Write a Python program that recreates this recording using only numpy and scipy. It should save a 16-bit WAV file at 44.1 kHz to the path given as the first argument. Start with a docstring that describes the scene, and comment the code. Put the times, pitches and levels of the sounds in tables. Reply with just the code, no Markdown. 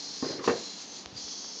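"""A quiet room with a wooden floor and a faint hum. A small walking robot works its servos in
three moves, gear teeth ticking and rubbing into a dense, bright buzz. Beside it a cardboard box
is lowered, scuffs along the boards and drops flat with a thump, its panels ringing briefly.
A few dry ticks and soft low bumps follow."""
import sys
import numpy as np
from scipy import signal
from scipy.fft import rfft, irfft, next_fast_len
from scipy.io import wavfile
from scipy.ndimage import uniform_filter1d, map_coordinates

SR = 44100
rng = np.random.default_rng(int(sys.argv[2]) if len(sys.argv) > 2 else 0)


def unload_audio(sound):
    """Save the sound as a 16-bit wav file, at the path given as the first command line argument."""
    columns = np.transpose(np.atleast_2d(sound))
    # keep every value between -1 and 1, then stretch to whole-number steps
    steps = np.round(np.clip(columns, -1, 1) * 32767)
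    wavfile.write(sys.argv[1], SR, steps.astype(np.int16))


N = 70560
TIME = np.arange(N) / SR


def amp(db):
    return 10 ** (np.asarray(db) / 20)


def unit(x):
    """Scale to rms 1."""
    return x / np.sqrt(np.mean(x ** 2) + 1e-20)


def along(points, hz):
    """Read (Hz, value) points on a log axis."""
    freqs, values = np.transpose(points)
    return np.interp(np.log(hz + 1), np.log(freqs + 1), values)


def fader(rows):
    """Gain per sample from (seconds, dB) rows."""
    return amp(np.interp(TIME, *np.transpose(rows)))


def wobble(rate):
    """A smooth random curve, rate knots a second."""
    return map_coordinates(rng.standard_normal(1024), [TIME * rate], mode="wrap")


def decay(t60, t=TIME):
    """Fall 60 dB in t60 seconds."""
    return amp(-60 * t / t60)


def delayed(x, start):
    return np.pad(x, (round(start * SR), 0))[:N]


def filtered(x, response):
    """Shape x by a gain for each frequency."""
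    size = next_fast_len(N + SR // 2)
    return irfft(rfft(x, size) * response(np.fft.rfftfreq(size, 1 / SR)), size)[:N]


def coloured(x, eq):
    """x through an EQ curve, at rms 1."""
    return unit(filtered(x, lambda hz: amp(along(eq, hz))))


def noise(eq):
    return coloured(rng.standard_normal(N), eq)


def resonance(hz, width):
    """Noise in one narrow band, rms 1."""
    return unit(filtered(rng.standard_normal(N), lambda f: 1 / (1 + (2 * (f - hz) / width) ** 2)))


def snap(eq, size=8192):
    """One minimum-phase pulse coloured by an EQ curve, peak 1."""
    cepstrum = irfft(np.log(amp(along(eq, np.fft.rfftfreq(size, 1 / SR)))))
    cepstrum[1:size // 2] *= 2
    cepstrum[size // 2 + 1:] = 0
    pulse = irfft(np.exp(rfft(cepstrum)))
    return np.pad(pulse / np.abs(pulse).max(), (0, N))[:N]


# The colour of the air. Each row: frequency in Hz, relative level in dB.
AIR_EQ = [(25, -54), (60, -9), (130, -9.5), (200, 3), (290, -0.5), (430, 0.5), (600, -4.5), (850, -3.5),
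          (1400, -10.5), (2500, -11.5), (4500, -6.5), (6500, -12.5), (7500, -30.5), (9000, -44.5)]
# The room's hum. Each row: pitch in Hz, level in dB.
HUM_TONES = [(192, -63.5), (285, -58)]

def room_tone(air_db=-50):
    """A steady bed of air under a wavering hum."""
    hum = sum(amp(db + 1.7 * wobble(17)) * np.sin(2 * np.pi * hz * TIME + .8 * wobble(12))
              for hz, db in HUM_TONES)
    return amp(air_db) * noise(AIR_EQ) + hum


# How hard the servos drive. Each row: time in seconds, relative level in dB.
SERVO_FADER = [(0, -40), (.12, -39.5), (.2, -40.5), (.24, -39.5), (.34, -40), (.41, -54.5), (.45, -36.5),
               (.52, -40.5), (.71, -41.5), (.75, -44.5), (.82, -41), (.86, -48), (.99, -42.5),
               (1.05, -56.5), (1.13, -60.5), (1.185, -39.5), (1.22, -41), (1.3, -39.5), (1.57, -42.5),
               (1.6, -42.5)]
# The gear cases' colour, one curve a move. 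Each row: frequency in Hz, relative level in dB.
FIRST_MOVE_EQ = [(1500, -20.5), (2900, -20), (3300, -10.5), (3800, -10), (4200, -1.5), (4600, -1.5),
                 (5300, -2.5), (6200, -5), (6800, -7), (7400, -20.5), (8500, -39)]
SECOND_MOVE_EQ = [(1500, -20), (2700, -14.5), (3000, -16), (3300, -9), (3800, -11), (4100, -1.5),
                  (4900, -5.5), (5700, -6), (6200, -5.5), (6950, -7), (7500, -21.5), (8500, -39)]
THIRD_MOVE_EQ = [(1500, -32), (2900, -19), (3300, -9), (3700, -13.5), (4300, -0.5), (5000, -2.5),
                 (6050, -1.5), (6700, -5.5), (7200, -17.5), (7700, -31), (8500, -44)]
# When the second and third moves take over, in seconds.
MOVE_CHANGES = [0.45, 1.2]

def servos(tooth_hz=800, wheel_hz=45.8, teeth=2048):
    """Gear teeth tick and rub; each move rings the gear cases a little differently."""
    strike_s = (np.arange(teeth) + .25 * rng.standard_normal(teeth)) / tooth_hz
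    strength = amp(2.5 * rng.standard_normal(teeth))
    clicks = np.bincount(np.abs(strike_s * SR).astype(int), strength, N)[:N]
    rub = amp(4.5) * rng.standard_normal(N)
    mesh = unit(clicks - clicks.mean()) + rub
    move = np.searchsorted(MOVE_CHANGES, TIME)
    buzz = np.zeros(N)
    for k, eq in enumerate([FIRST_MOVE_EQ, SECOND_MOVE_EQ, THIRD_MOVE_EQ]):
        crossfade = uniform_filter1d((move == k) * 1., size=1024)
        buzz += crossfade * coloured(mesh, eq)
    uneven_wheel_db = .56 * np.sin(2 * np.pi * wheel_hz * TIME)
    load_flutter_db = .99 * wobble(90)
    return buzz * fader(SERVO_FADER) * amp(uneven_wheel_db + load_flutter_db)


def early_reflections(x, count=10, span_s=.028, db=-16):
    """The floor and furniture throw back quick, weak copies."""
    return x + amp(db) * sum(delayed(x, lag) for lag in span_s * rng.random(count))


# Swells of whine. Each row: peak time and half length in seconds, pitch and width in Hz, level in dB.
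WHINE_SWELLS = [(.05, 0.14, 4220, 201, -47.5), (.14, 0.017, 5360, 261, -50), (0.283, 0.053, 4950, 300, -44),
                (0.324, 0.041, 4200, 221, -41.5), (0.663, 0.092, 4120, 180, -47),
                (0.913, 0.06, 6190, 332, -49.5), (1.188, 0.022, 4750, 318, -43),
                (1.315, 0.1, 6040, 260, -51), (1.316, 0.078, 3344, 161, -56.5),
                (1.434, 0.12, 6280, 260, -53), (1.503, 0.11, 5420, 218, -49.5)]

def gear_whine():
    """Narrow gear resonances swell and sink with the load."""
    return sum(amp(db) * np.exp(-.5 * ((TIME - peak) / half) ** 2) * resonance(hz, width)
               for peak, half, hz, width, db in WHINE_SWELLS)


# The shape of the scuff. Each row: time in seconds, level in dB.
SCUFF_FADER = [(.2, -98.5), (.26, -38.5), (.32, -40), (.36, -50), (.395, -37.5), (.43, -44), (.47, -38.5),
               (.52, -85)]
# Its colour. Each row: frequency in Hz, relative level in dB.
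SCUFF_EQ = [(50, -23.5), (150, -9), (300, 3.5), (490, 3.5), (700, -17), (1100, -17.5), (2000, -14),
            (6000, -48)]

def box_scuff():
    """The sliding edge of the box catches unevenly on the boards."""
    return noise(SCUFF_EQ) * fader(SCUFF_FADER) * amp(1.5 * wobble(120))


# The box's modes on the boards. Each row: pitch in Hz, relative level in dB, tail T60 in seconds.
BOX_MODES = [(144, -35, .25), (191, -13.5, 0.081), (265.3, -4.5, 0.067), (344, -6.5, 0.099),
             (389.2, -2, 0.29), (471, 0, 0.31), (607, -12, 0.28), (779, -11.5, 0.1), (852, -14.5, 0.16),
             (903, -11, 0.21), (1066, -5.5, 0.25), (1152, -9, .14), (1235, -10, 0.082), (1824, -11.5, 0.2),
             (2700, -14.5, 0.11)]

def box_ring(damped_t60=.12, tail_db=-3):
    """Most of the ring is damped at once and a weaker tail follows; floppy card detunes each mode."""
    ring = np.zeros(N)
    for k, (hz, db, t60) in enumerate(BOX_MODES):
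        drift = .37 * wobble(75)
        envelope = decay(damped_t60) + amp(tail_db) * decay(t60)
        ring += (-1) ** k * amp(db) * envelope * np.sin(2 * np.pi * hz * TIME + drift - drift[0])
    return ring


# The card's broad colour. Each row: frequency in Hz, relative level in dB.
CRACK_EQ = [(30, -56.5), (80, -15), (200, -9), (380, -1.5), (600, -5), (1200, -14.5), (1600, -10.5),
            (3000, -19), (7000, -23.5), (9000, -48.5)]
# How it dies away. Each row: frequency in Hz, T60 in seconds.
CRACK_DECAY = [(100, 0.24), (400, 0.32), (1200, .22), (4000, 0.19)]

def panel_crack():
    """Struck card answers with a noise burst, each band dying at its own rate."""
    hz, times, bands = signal.stft(noise(CRACK_EQ), SR, nperseg=256)
    envelopes = decay(along(CRACK_DECAY, hz)[:, None], times)
    return signal.istft(bands * envelopes, SR, nperseg=256)[1][:N]


# A hard slap of card on wood. 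Each row: frequency in Hz, relative level in dB.
SLAP_EQ = [(40, -43.5), (150, -16), (400, 7), (700, 9.5), (1100, 14), (1500, 8), (2700, -11.5), (4000, -16),
           (7000, -24.5), (9000, -48)]
# The box meets the floor. Each row: start in seconds, overall gain in dB, treble roll-off in Hz,
# crack gain and ring gain in dB, push pitch in Hz, push gain in dB.
BOX_HITS = [(0.225, -28.5, 600, -6, -3.5, 266, 4.5), (.2435, -38, 1800, 0, -13, 276, -3),
            (0.301, -34.5, 650, -1, -8.5, 160, -3.5), (0.325, -42, 713, 6.5, -5.5, 146, -3),
            (0.385, -41.5, 350, -2, -5, 142, 0), (.476, -22, 3500, -3.5, -2.5, 334, 1.5),
            (0.4838, -40.5, 800, 8.5, 0.5, 185, 11), (0.4953, -25, 2190, -2.5, -7.5, 455, -26),
            (.554, -45, 1200, 8, -13, 122, -15)]

def box_knocks(attack_s=.00022, push_t60=.087):
    """Each hit slaps, pushes a panel for a few cycles and rings the box; soft hits lose their treble."""
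    slap = amp(.5) * snap(SLAP_EQ)
    attack = 1 - np.exp(-TIME / attack_s)
    knocks = np.zeros(N)
    for start, db, rolloff_hz, crack_db, ring_db, push_hz, push_db in BOX_HITS:
        crack = amp(crack_db) * panel_crack()
        push = amp(push_db) * np.sin(2 * np.pi * push_hz * TIME) * decay(push_t60)
        hit = slap + (amp(ring_db) * box_ring() + crack + push) * attack
        softened = signal.lfilter(*signal.butter(1, rolloff_hz, fs=SR), hit)
        knocks += amp(db) * delayed(softened, start)
    return knocks


# Light grazes. Each row: start in seconds, level in dB, pitch and width in Hz, T60 in seconds.
EDGE_GRAZES = [(0.396, -46, 1123, 197, 0.67), (0.4421, -31, 1063, 169, 0.073),
               (.442, -40, 2390, 2610, 0.12)]

def edge_taps():
    """The box's edge grazes the floor just before the drop."""
    return sum(amp(db) * delayed(resonance(hz, width) * decay(t60), start)
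               for start, db, hz, width, t60 in EDGE_GRAZES)


# Soft low bumps. Each row: start in seconds, gain in dB, pitch in Hz, T60 in seconds.
LOW_THUDS = [(1.059, -37.5, 62, 0.068), (1.124, -37, 112, 0.031), (1.15, -38, 118, 0.054),
             (1.152, -42, 48.3, 0.24), (1.178, -54, 150, .05), (1.239, -44, 63, 0.1)]

def low_bumps():
    """Dull thuds, a few cycles each."""
    return sum(amp(db) * delayed(np.sin(2 * np.pi * hz * TIME) * decay(t60), start)
               for start, db, hz, t60 in LOW_THUDS)


# The colour of a tick. Each row: frequency in Hz, relative level in dB.
TICK_EQ = [(40, -16), (150, -4.5), (500, 5), (2000, 0.5), (5000, 2.5), (6800, -4), (8500, -36.5)]
# The ticks. Each row: start in seconds, gain in dB, treble roll-off in Hz.
TICK_HITS = [(1.0595, -21, 9000), (1.0628, -49, 3000), (1.281, -29, 2600), (1.4456, -24, 1700),
             (1.446, -30, 900)]

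def dry_ticks():
    """Small single pulses, bright or dull, with no ring."""
    pulse = snap(TICK_EQ)
    return sum(amp(db) * delayed(signal.lfilter(*signal.butter(4, rolloff_hz, fs=SR), pulse), start)
               for start, db, rolloff_hz in TICK_HITS)


def scene():
    """Robot, box, ticks and bumps over the room tone, in mono."""
    robot = amp(-2) * early_reflections(servos()) + gear_whine()
    box = box_knocks() + box_scuff() + edge_taps()
    return (robot + box + dry_ticks() + low_bumps() + room_tone())[None]


def record(dry, low_cut_hz=83, top_hz=8900):
    """Master EQ: roll off the deepest bass and cut the top treble dead."""
    thinned = signal.sosfilt(signal.butter(3, low_cut_hz, "high", fs=SR, output="sos"), dry)
    return np.array([filtered(channel, lambda hz: hz < top_hz) for channel in thinned])


dry = scene()
out = record(dry)
unload_audio(out)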